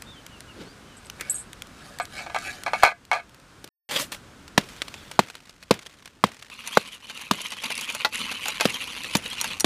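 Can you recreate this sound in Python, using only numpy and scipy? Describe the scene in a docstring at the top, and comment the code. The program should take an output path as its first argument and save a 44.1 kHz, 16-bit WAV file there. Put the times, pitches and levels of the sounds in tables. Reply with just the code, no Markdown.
"""Fireside pot and jaggery breaking

At a crackling wood fire outdoors a bird whistles, bangles jingle, a twig knocks and a metal lid is
slid onto a pot. After a short silence a hammer breaks a block of jaggery on paper in a winnowing
basket, while coconut halves are grated on a toothed blade and the shell knocks on the steel.
Hits are decaying noise bursts and damped modes; rubbing and grating are grain noise under
stroke envelopes; the whistles are gliding sines; air and flame are coloured noise.
"""
import sys
import numpy as np
from scipy import signal
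from scipy.fft import rfft, irfft, next_fast_len
from scipy.io import wavfile
from scipy.ndimage import uniform_filter1d

SR = 44100
rng = np.random.default_rng(int(sys.argv[2]) if len(sys.argv) > 2 else 0)


def output_pcm(signal):
    """Save a mono or channel-first signal as 16-bit PCM at the path in sys.argv[1].

    Samples are clipped to [-1, 1] before scaling.
    """
    pcm = np.clip(np.atleast_2d(signal).T, -1, 1) * 32767
    wavfile.write(sys.argv[1], SR, np.round(pcm).astype(np.int16))


N = 425565
T = np.arange(N) / SR
AGE = np.arange(SR // 3) / SR  # s since a hit

# All event and mode levels are relative: each source adds its own gains.
# Every *_COLOUR table is a spectrum: freq_hz, rel_db. Every *_MODES table: freq_hz, rel_db, t60_s.

# Hammer blows: start_s, knock_hz, knock_db, basket_thump_db, crunch_db, bright_crack_db
BLOWS = [(4.5771, 760, 1, -2, -2.5, -12.5), (5.1912, 863, 11, -4.5, -4, -18), (5.7086, 556, 5, -2, -2, -20),
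         (6.2389, 1050, 9, -4, -6, -27), (6.7715, 1215, 9, -10, -3.5, -21),
         (7.3108, 1090, 1.5, -6.5, -9, -17), (8.6532, 593, -20, -4, -8, -16),
         (9.151, 520, -10, -4, -8, -13), (9.6440, 590, 1.5, -5.5, -6.5, -15.5)]
# Winnowing basket: freq_hz, rel_db, t60_s
BASKET_MODES = [(162, -25, 0.062), (206.6, 0, 0.037), (262.6, -6.5, 0.034), (378, -6, 0.0274),
                (481, -3, 0.024)]
# Crushed block: freq_hz, rel_db
CRUNCH_COLOUR = [(100, -23), (350, -1), (520, 2), (1300, -4), (1800, -4.5), (2600, -6), (4000, -8),
                 (6000, -18.5), (10000, -24), (15000, -35)]
CRACK_COLOUR = [(1500, -19), (3600, 10.5), (8000, -2.0), (15000, -10.5)]
SETTLE_COLOUR = [(90, 7.0), (250, 4), (800, -4.5), (3000, -6.5), (12000, -29)]

# Runs of even grating strokes: first_s, last_s, nominal_rate_per_s, first_db, last_db, drag_db (re strokes)
RUNS = [(6.53, 6.74, 14, -47, -34, -4), (6.811, 6.939, 16, -43, -41, -15),
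        (7.049, 7.272, 18, -42, -38.5, -11), (7.34, 7.584, 16, -36, -35.5, -24),
        (7.654, 8.015, 17, -31.5, -35, -6.5), (8.154, 8.467, 20, -32, -34.5, -7),
        (8.504, 8.822, 16, -33.5, -31, -7), (8.883, 9.144, 23, -38.5, -35, -4.5),
        (9.259, 9.527, 15, -34, -32, -8)]
# Torn fibres: freq_hz, rel_db
GRATE_COLOUR = [(120, -18.5), (230, -1.5), (380, -16.5), (500, -6), (700, -17.5), (1050, -2), (1700, -9.5),
                (2450, 3), (3300, -3.5), (4300, -5), (5200, -15), (6300, -12), (7700, -19.5), (10700, -15),
                (15500, -37.5)]
TEETH_COLOUR = [(600, -27), (2000, 8), (6000, 4.5), (11000, 4), (15000, -15)]
STROKE_SCATTER_DB, STROKE_SLIP_S = 1.86, 0.004  # the hand is never quite even

# Shell knocks on the blade: start_s, low_clack_db, bright_clink_db
CLACKS = [(6.675, -28, -23.5), (7.098, -26, -40), (7.214, -37.5, -36.5), (7.416, -49, -28.5),
          (7.52, -25, -33.5), (7.638, -22.5, -33.5), (7.704, -20, -31.5), (7.811, -30, -26),
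          (7.901, -23.5, -33), (7.949, -21, -24.5), (8.048, -6, -25.5), (8.316, -21.5, -32.5),
          (8.457, -19.5, -31), (8.483, -18.5, -19.5), (8.6, -14.5, -39), (8.609, -9, -20),
          (9.169, -34, -21.5), (9.413, -24, -16), (9.443, -18, -25.5), (9.599, -35, -19), (9.606, -26, -13)]
# Clack noise: freq_hz, rel_db
CLACK_COLOUR = [(120, -12), (400, 1), (650, 7.5), (1400, 7), (2600, 0), (4500, 3.5), (8000, -15.5),
                (15000, -20.5)]
STEEL_TICK_COLOUR = [(1500, -8), (4000, 0), (11000, -2), (15000, -8)]
# Hollow shell: freq_hz, rel_db, t60_s
SHELL_MODES = [(618, -10, 0.1), (887, 1.5, 0.11), (1085, -6, 0.051), (1550, 4, 0.049), (2070, 1.5, 0.081),
               (2580, 5.5, 0.063), (3560, 5, 0.038), (4300, -3, 0.039)]
# Steel blade: freq_hz, rel_db, t60_s
BLADE_MODES = [(3070, -35, 0.11), (6400, -42, .04), (5930, 12, 0.035), (6700, 10, 0.046),
               (8600, 3.5, 0.051), (10600, 4, 0.062), (12500, -1.5, .03)]

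# Block pushed over the paper: start_s, length_s, grit_db, hiss_db
PUSHES = [(3.885, .015, -33.5, -60), (3.905, .05, -28, -40.5), (3.957, .01, -22.5, -41.5),
          (3.986, .036, -31, -33), (4.116, .008, -32, -38), (4.623, .54, -49.5, -65)]
# Gritty drag: freq_hz, rel_db
SHIFT_COLOUR = [(47, -39), (80, -17), (300, -8), (382, -15), (581, -2.5), (663, -13), (845, -8.5),
                (1790, -8), (3310, -6), (11100, -24), (15500, -28.5)]
HISS_COLOUR = [(2000, -10.5), (5000, 3.5), (9000, 7), (15000, -1.0)]
# Largest crumbs falling: start_s, level_db
CRUMBS = [(4.12, -22), (4.147, -26.5), (4.479, -31), (4.819, -16), (4.882, -26.5), (4.941, -26.5),
          (5.114, -22.5), (5.495, -32.5), (5.627, -32.5), (5.74, -23.5), (5.862, -31), (6.057, -28),
          (6.269, -31.5)]
# Crumbs and paper rustle: freq_hz, rel_db
CRUMB_COLOUR = [(150, -4), (700, 0.5), (2300, 5.5), (4500, 0.5), (9000, -6.5), (15000, -19.5)]
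PUSH_ATTACK_S, PUSH_RELEASE_S = 0.0072, 0.019
RUSTLE_DB, RUSTLE_FALL_DB_PER_S = -49, 29.5
SMALL_CRUMB_DB, CRUMB_FLIGHT_MAX_S = -32, 0.47

# Lid meets rim: start_s, first_edge_db, opposite_edge_db, opposite_chatter_s (time to drop 20 dB)
LID_HITS = [(1.999, -12, -33, 0.018), (2.19, -23.5, -27, .09), (2.263, -20.5, -38, .02),
            (2.298, -21.5, -37, .02), (2.345, -9, -9, 0.014), (2.662, -10, -14.5, 0.039),
            (2.733, -8, -18, 0.032), (2.825, -9.5, -19, 0.017), (2.833, 4, -1, 0.066),
            (3.114, -4.5, -6.5, 0.068)]
# Lid and pot: freq_hz, rel_db, t60_s
LID_MODES = [(620, -7.5, 0.093), (694.3, -3.5, .12), (768, 6.5, 0.029), (851, -7, 0.06),
             (982, -33.5, 0.097), (1204, -4, 0.12), (1308, -5.5, 0.063), (1464, -20.5, 0.096),
             (1520, -4.5, 0.11), (1656, -3.5, 0.12), (1750, -14, .07), (2060, -13, 0.13),
             (2036, -13.5, 0.15), (2230, -0.5, 0.099), (2420, -8.5, 0.12), (2450, -7, 0.072),
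             (2576, -11.5, 0.14), (3250, -12, .06), (3540, -19, .05), (3930, -17.5, 0.085),
             (4210, -6, 0.042), (4570, -18.5, .065)]
LID_TICK_COLOUR = [(200, -24.0), (700, 17.5), (2200, -4.0), (5000, -7), (10000, -18.0), (15000, -42)]
ROCK_S, FIRST_CHATTER_S = 0.016, 0.027  # opposite edge delay; first edge time to drop 20 dB
# Lid slides: middle_s, sigma_s, level_db
SLIDES = [(1.278, 0.073, -45.5), (1.873, 0.096, -47.5), (2.187, 0.042, -37), (2.479, 0.076, -36),
          (2.797, 0.049, -39)]
# Metal rub: freq_hz, rel_db
RUB_COLOUR = [(500, -20), (700, -28), (1400, 5), (2600, -2), (3500, -1.5), (4400, -0.5), (6000, -5.5),
              (10000, -8.5), (15000, -26)]
# Pot thuds on its stones: start_s, level_db
JOLTS = [(2.834, -10), (3.345, -40.5), (3.643, -27.5)]
JOLT_COLOUR = [(45, -10.5), (110, -2.5), (260, 5), (1000, -9), (5000, -11.5), (14000, -20.0)]

# Bangles touch: start_s, level_db
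JINGLES = [(0.969, -35.5), (1.055, -38), (1.298, -7), (1.343, -16), (1.357, -20.5), (1.383, -23.5),
           (1.398, -24.5), (2.016, -29)]
# Glass bangle: freq_hz, rel_db, t60_s
BANGLE_MODES = [(6830, -9, 0.047), (7600, -2, 0.039), (7930, 0, 0.063), (8360, 3, 0.044), (8560, -5, 0.076),
                (8510, -13, 0.12), (8870, -3, 0.0506), (9630, -20, 0.124), (10700, -17.5, 0.13),
                (11300, -13, 0.12)]
REBOUND_MIN_S, REBOUND_LOSS_DB = 0.0068, 5  # bangles spring apart and touch again

# Twig knock and scuff by the fire: start_s, level_db
TWIG_KNOCKS = [(1.198, -34), (1.21, -25.5), (1.261, -43.5)]
TWIG_COLOUR = [(300, 6), (900, -26.0), (1450, -2.0), (2400, -5.0), (3500, -18.5), (9000, -26.5)]

# Snaps of burning wood, except 1.987 s, which is the lid touching the rim: start_s, level_db
SNAPS_AND_RIM_TOUCH = [(0.0214, -20), (0.265, -24.5), (0.4058, -25.5), (1.0994, -19.5), (1.2097, -14),
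                       (1.5314, -26), (1.6211, -19), (1.987, -22.5), (2.054, -24.5), (2.387, -21),
                       (2.6356, -18.5), (3.052, -35), (3.6763, -33)]
SNAP_COLOUR = [(900, -6.5), (2200, 2), (5000, -2.0), (10000, -6.5), (15000, -17.0)]
FAINT_SNAP_DB = -37
# Flame flap: time_s, level_db
FLAME = [(.5, -72), (.57, -47), (.595, -45), (.615, -36), (.64, -46), (.68, -48)]
# Flame noise: freq_hz, rel_db
FLAME_COLOUR = [(50, -27), (150, -2), (260, 3.5), (450, -2.5), (800, -15), (4000, -18.5), (12000, -39.5)]

# Bird whistles: start_s, length_s, start_hz, middle_hz, end_hz, level_db
WHISTLES = [(0.048, 0.12, 3620, 3670, 3250, -45), (0.145, 0.073, 3200, 3050, 3150, -48),
            (.29, 0.11, 3050, 2890, 2580, -49.5), (0.472, 0.061, 3050, 2810, 2660, -46),
            (0.641, 0.11, 4100, 4628, 4940, -52), (0.84, 0.15, 3050, 3040, 2700, -55)]

# Open air at the stove: time_s, level_db
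STOVE_AIR = [(0, -50), (2.0, -50), (2.8, -48.5), (2.92, -58), (3.69, -52)]
# Open air at the mat: time_s, level_db
MAT_AIR = [(3.89, -51), (5.15, -51.5), (5.3, -59.5), (7.0, -60.5), (9.65, -50.5)]
# Outdoor rush: freq_hz, rel_db
AIR_COLOUR = [(71, -29.5), (120, -3.5), (387, -5), (546, -7), (655, -9), (835, -10), (1250, -7.5),
              (1500, -6.5), (1830, -12), (2800, -14.5), (3500, -15.5), (8870, -23), (15000, -37)]
# Low rumble: freq_hz, rel_db
RUMBLE_COLOUR = [(25, -5), (45, 2), (80, 2.5), (150, -0.5), (280, -2.5), (500, -25.5), (2000, -52.5)]
STOVE_RUMBLE_DB, MAT_RUMBLE_DB = -3, -1.5  # re rush

# Silence between stove and mat: start_s, end_s
PAUSE = (3.69, 3.89)
TOP_HZ = 15300


def hammer(knock_db=0, thump_db=-4, crunch_db=0, settle_db=-26,
           knock_t60_s=0.0074, crunch_t60_s=0.024, rise_s=0.001, give_s=0.0019):
    """The head knocks and crushes the block, which thumps the basket; loose pieces settle after it."""
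    out = np.zeros(N)
    contact = 1 - np.exp(-(AGE / rise_s) ** 2)
    for s, hz, knock, thump, crunch, crack in BLOWS:
        head = np.sin(2 * np.pi * hz * AGE) * fade(knock_t60_s)
        add(out, s, amp(knock + knock_db) * head * np.sqrt(contact))
        basket = sum(amp(db + rng.normal()) * np.sin(2 * np.pi * f * AGE) * fade(t60)
                     for f, db, t60 in BASKET_MODES)
        add(out, s + give_s, amp(thump + thump_db) * basket * contact)  # the block gives way first
        add(out, s, amp(crunch + crunch_db) * contact * burst(CRUNCH_COLOUR, crunch_t60_s))
        add(out, s, amp(crack) * contact * burst(CRACK_COLOUR, t60_s=0.036))
        add(out, s, amp(thump + settle_db) * contact * burst(SETTLE_COLOUR, t60_s=0.21))
    return out


def grater(rasp_db=-0.5, teeth_db=-10, sigma_s=0.017, squeak_db=-4, squeak_hz=2850):
    """Each stroke tears fibres over the toothed blade: a coloured rasp, tooth catches and a squeak."""
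    rows, drag = strokes()
    middle_s = AGE.mean()
    bell = np.exp(-((AGE - middle_s) / sigma_s) ** 2 / 2)
    power = drag ** 2
    for s, db in rows:
        add(power, s - middle_s, (amp(db) * bell) ** 2)
    pressure = np.sqrt(power)
    fibres = patchy(grains(rate_per_s=1400, spread_db=5, t60_s=0.006), depth_db=3.3, frames=4)
    catches = patchy(grains(rate_per_s=90, spread_db=6, t60_s=0.01), depth_db=5, frames=4)
    rasp = amp(rasp_db) * colour(fibres, GRATE_COLOUR)
    teeth = amp(teeth_db) * colour(catches, TEETH_COLOUR)
    out = pressure * (rasp + teeth)
    for s, db in rows:
        # the shell meets the blade at a new spot each time
        pitch_hz = squeak_hz * np.exp(rng.normal(0, 0.06))
        tone = squeak(pitch_hz, glide_per_s=rng.normal(0, 2.5), width_hz=200)
        add(out, s - middle_s, amp(db + squeak_db) * bell * tone)
    return out


def strokes():
    """Near-even strokes (middle_s, level_db) and the drag of the flesh that stays on the blade."""
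    rows, drag = [], np.zeros(N)
    for first, last, rate, first_db, last_db, drag_db in RUNS:
        for s in np.linspace(first, last, round((last - first) * rate) + 1):
            slip = STROKE_SLIP_S * rng.uniform(-1, 1)
            db = np.interp(s, [first, last], [first_db, last_db])
            rows.append((s + slip, db + STROKE_SCATTER_DB * rng.normal()))
        run_db = np.interp(T, [first, last], [first_db, last_db])
        hold = held(first - 0.025, last - first + 0.04, attack_s=0.025, release_s=0.054)
        drag += amp(drag_db + run_db) * hold
    return rows, drag


def squeak(hz, glide_per_s, width_hz):
    """Narrow, rough band of sticking and slipping fibres whose pitch slides during a stroke."""
    noise = rng.standard_normal(len(AGE)) + 1j * rng.standard_normal(len(AGE))
    slow = signal.sosfilt(signal.butter(2, width_hz / 2, fs=SR, output="sos"), noise)
    pitch_hz = hz * np.exp(glide_per_s * (AGE - AGE.mean()))
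    return unit(np.real(slow * np.exp(2j * np.pi * np.cumsum(pitch_hz) / SR)))


def clacks(clack_db=-10, shell_db=-6, clink_db=-3, tick_db=1):
    """The hard shell slips onto the steel: a hollow clack and a short bright clink."""
    out = np.zeros(N)
    for s, low_db, bright_db in CLACKS:
        clack = amp(clack_db) * burst(CLACK_COLOUR, t60_s=0.072)
        shell = amp(shell_db) * ring(SHELL_MODES, detune=0.0353)
        tick = amp(tick_db) * burst(STEEL_TICK_COLOUR, t60_s=0.014)
        clink = amp(clink_db) * ring(BLADE_MODES, detune=0.021)  # the blade's edge pings
        add(out, s, amp(low_db) * (clack + shell) + amp(bright_db) * (clink + tick))
    return out


def paper(shift_db=-1, crumb_db=-4, hiss_db=0):
    """The gritty block drags over the paper and sheds crumbs; the paper relaxes after each blow."""
    grit = patchy(grains(rate_per_s=2500, spread_db=3, t60_s=0.005), depth_db=3, frames=6)
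    pushes = np.array([held(s, length, PUSH_ATTACK_S, PUSH_RELEASE_S) for s, length, _, _ in PUSHES])
    drag, hiss = amp(np.transpose(PUSHES)[2:]) @ pushes
    rustle = sum((T > s) * amp(RUSTLE_DB - RUSTLE_FALL_DB_PER_S * np.abs(T - s)) for s, *_ in BLOWS)
    out = amp(shift_db) * drag * colour(grit, SHIFT_COLOUR)
    out += amp(hiss_db) * hiss * colour(rng.standard_normal(N), HISS_COLOUR)
    out += rustle * colour(grains(rate_per_s=650, spread_db=9, t60_s=0.025), CRUMB_COLOUR)
    crumbs = np.zeros(N)
    for s, db in CRUMBS + small_crumbs():
        add(crumbs, s, amp(db + crumb_db) * burst(CRUMB_COLOUR, t60_s=0.025))
    return out + np.std(crumbs) * patchy(crumbs, depth_db=-0.5, frames=8)


def small_crumbs(count=3):
    """Each blow throws a few small crumbs that land at random delays: start_s, level_db."""
    return [(s + CRUMB_FLIGHT_MAX_S * rng.random(), SMALL_CRUMB_DB + 3 * rng.normal())
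            for s, *_ in BLOWS for _ in range(count)]


def lid(ring_db=-8, tick_db=-11, bounce_gap_s=0.006, bounce_db=-4):
    """Each contact chatters in fading bounces that click and ring lid and pot."""
    out = np.zeros(N)
    edges = [(s, db, FIRST_CHATTER_S) for s, db, _, _ in LID_HITS]
    edges += [(s + ROCK_S, db, chatter) for s, _, db, chatter in LID_HITS]
    for s, db, chatter in edges:
        delays = np.cumsum(bounce_gap_s * rng.uniform(0.44, 1.5, size=12))
        contacts = [(0.00069, 0.0057)]  # delay_s, gain_db
        contacts += [(delay, bounce_db - 20 * delay / chatter) for delay in delays]
        for delay, gain_db in contacts:
            tick = amp(tick_db) * burst(LID_TICK_COLOUR, t60_s=0.031)
            metal = amp(ring_db) * ring(LID_MODES, detune=0.011)
            add(out, s + delay, amp(db + gain_db) * (metal + tick))
    return highpass(highpass(out, hz=400), hz=400)


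def rims(rub_db=-4, ring_db=-4):
    """Metal rubs on metal with wandering overtones and keeps the lid faintly ringing."""
    slips = patchy(grains(rate_per_s=1500, spread_db=3, t60_s=0.005), depth_db=4, frames=10)
    response = ring(LID_MODES, spread_db=1) + ring(LID_MODES, detune=0.03, spread_db=1)
    ringing = patchy(signal.fftconvolve(slips, response)[:N], depth_db=4, frames=8)
    speed = sum(amp(db) * swell(s, sigma) for s, sigma, db in SLIDES)
    return speed * (amp(rub_db) * colour(slips, RUB_COLOUR) + amp(ring_db) * ringing)


def jolt():
    """Dull noise thuds as the lid lands and the pot settles."""
    out = np.zeros(N)
    for s, db in JOLTS:
        add(out, s, amp(db) * burst(JOLT_COLOUR, t60_s=0.021))
    return out


def bangles(gain_db=-5, rattle_db=-8, attack_s=0.0012, count=3):
    """Glass bangles ping and rebound, each ping with a weaker rattle at slightly different pitches."""
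    out = np.zeros(N)
    onset = 1 - np.exp(-(AGE / attack_s) ** 2)
    touches = [(s + k * REBOUND_MIN_S * rng.uniform(1.0, 1.3), db - k * REBOUND_LOSS_DB)
               for s, db in JINGLES for k in range(count)]
    for s, db in touches:
        ping = ring(BANGLE_MODES, detune=0.006, spread_db=6.5)
        rattle = ring(BANGLE_MODES, detune=0.03, spread_db=7)
        add(out, s - attack_s, amp(db + gain_db) * onset * ping)
        add(out, s + rng.uniform(0.002, 0.012), amp(db + gain_db + rattle_db) * onset * rattle)
    return out


def twig():
    """A twig knocks and scuffs: short noise bursts without bass."""
    out = np.zeros(N)
    for s, db in TWIG_KNOCKS:
        add(out, s, amp(db) * burst(TWIG_COLOUR, t60_s=0.056))
    return highpass(highpass(out, hz=400), hz=400)


def fire(snap_db=-6, flame_db=0):
    """Dry wood snaps and one touch of lid on rim as short noise bursts; a flame flap as a noise swell."""
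    out = np.zeros(N)
    for s, db in SNAPS_AND_RIM_TOUCH + faint_snaps():
        add(out, s, amp(db + snap_db) * burst(SNAP_COLOUR, t60_s=0.011))
    flame = level(FLAME) * colour(rng.standard_normal(N), FLAME_COLOUR)
    return highpass(out, hz=667) + amp(flame_db) * flame


def faint_snaps(count=11):
    """Small snaps at random moments before the pause: start_s, level_db."""
    return [(PAUSE[0] * rng.random(), FAINT_SNAP_DB + 3 * rng.normal()) for _ in range(count)]


def bird(gain_db=-1, waver=0.02):
    """Distant slurred whistles: gliding sines with a random pitch waver (rms fraction)."""
    out = np.zeros(N)
    for s, length, start, middle, end, db in WHISTLES:
        u = np.linspace(0, 1, int(length * SR))
        hz = np.interp(u, [0, 0.5, 1], [start, middle, end])
        wander = unit(uniform_filter1d(rng.standard_normal(len(u)), size=140))
        hz = hz * (1 + waver * wander)
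        add(out, s, amp(db + gain_db) * np.sin(np.pi * u) * np.sin(2 * np.pi * np.cumsum(hz) / SR))
    return out


def air():
    """Soft outdoor rush over a low rumble, balanced differently in the two places."""
    stove, mat = level(STOVE_AIR), level(MAT_AIR)
    rush = (stove + mat) * colour(rng.standard_normal(N), AIR_COLOUR)
    rumble_gain = amp(STOVE_RUMBLE_DB) * stove + amp(MAT_RUMBLE_DB) * mat
    return rush + rumble_gain * colour(rng.standard_normal(N), RUMBLE_COLOUR)


def amp(db):
    """Decibels to gain."""
    return 10 ** (np.asarray(db) / 20)


def unit(x):
    """Scale to rms 1."""
    return x / np.sqrt(np.mean(x ** 2) + 1e-20)


def fade(t60_s):
    """Exponential decay after a hit, -60 dB at t60_s."""
    return np.exp(-np.log(1000) * AGE / t60_s)


def level(rows):
    """Gain per sample from (time_s, level_db) rows, silent outside them."""
    s, db = np.transpose(rows)
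    return amp(np.interp(T, s, db)) * (T >= s[0]) * (T <= s[-1])


def swell(s, sigma_s):
    """Gaussian rise and fall centred on time s."""
    return np.exp(-np.minimum(((T - s) / sigma_s) ** 2 / 2, 50))


def held(s, length_s, attack_s, release_s):
    """Linear rise from time s, then exponential decay from s + length_s."""
    rise = np.clip((T - s) / attack_s, 0, 1)
    return rise * np.exp(-np.clip((T - s - length_s) / release_s, 0, 50))


def colour(x, points):
    """Shape x by (freq_hz, rel_db) points, to rms 1; extra roll-off below the first point."""
    f, db = np.transpose(points)
    m = next_fast_len(len(x) + SR // 5)
    hz = np.fft.rfftfreq(m, 1 / SR)
    gain = amp(np.interp(np.log(hz + 1), np.log(f), db)) * np.minimum(1, hz / f[0]) ** 2
    return unit(irfft(rfft(x, m) * gain, m)[:len(x)])


def highpass(x, hz):
    """Small objects radiate little bass."""
    return signal.sosfilt(signal.butter(2, hz, "highpass", fs=SR, output="sos"), x)


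def burst(points, t60_s):
    """A dying puff of coloured noise."""
    return colour(rng.standard_normal(len(AGE)), points) * fade(t60_s)


def ring(modes, detune=0, spread_db=3):
    """Damped modes, struck at new strengths each time; the grip shifts their pitch a little."""
    hz, db, t60 = np.transpose(modes)
    hz = hz * (1 + detune * rng.standard_normal(len(hz)))
    gain = amp(db + spread_db * rng.standard_normal(len(hz))) * rng.choice([-1, 1], len(hz))
    partials = np.sin(2 * np.pi * hz[:, None] * AGE) * fade(t60[:, None])
    return gain / np.linalg.norm(gain) @ partials


def grains(rate_per_s, spread_db, t60_s):
    """Tiny fractures of uneven size, each a brief spit of noise."""
    sizes = (rng.random(N) < rate_per_s / SR) * amp(spread_db * np.clip(rng.standard_normal(N), -2, 2))
    power = np.abs(signal.fftconvolve(sizes ** 2, fade(t60_s) ** 2)[:N])
    return unit(np.sqrt(power) * rng.standard_normal(N))


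def patchy(x, depth_db, frames):
    """Resonances that shift as the contact point moves: random time-frequency gains, smoothed."""
    z = signal.stft(x, nperseg=512)[2]
    field = uniform_filter1d(rng.standard_normal(z.shape), size=4, axis=0)
    field = uniform_filter1d(field, size=frames, axis=1)
    return unit(signal.istft(z * amp(depth_db * unit(field)), nperseg=512)[1][:N])


def add(track, s, sound):
    """Mix a sound into the track at time s."""
    part = track[max(0, round(s * SR)):][:len(sound)]
    part += sound[:len(part)]


def scene():
    """First the stove, then the work on the mat, over the open air."""
    mat = highpass(hammer() + grater() + clacks() + paper(), hz=111)
    stove = lid() + rims() + jolt() + bangles() + twig() + fire() + bird()
    return (mat + stove + air())[None]


def record(dry):
    """Mute the pause, clip at full scale, cut everything from TOP_HZ up."""
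    live = (T < PAUSE[0]) | (T > PAUSE[1])
    clipped = np.clip(dry * live, -1, 1)
    m = next_fast_len(N + SR // 5)
    passband = np.fft.rfftfreq(m, 1 / SR) < TOP_HZ
    return irfft(rfft(clipped, m) * passband, m)[:, :N]


dry = scene()
out = record(dry)
output_pcm(out)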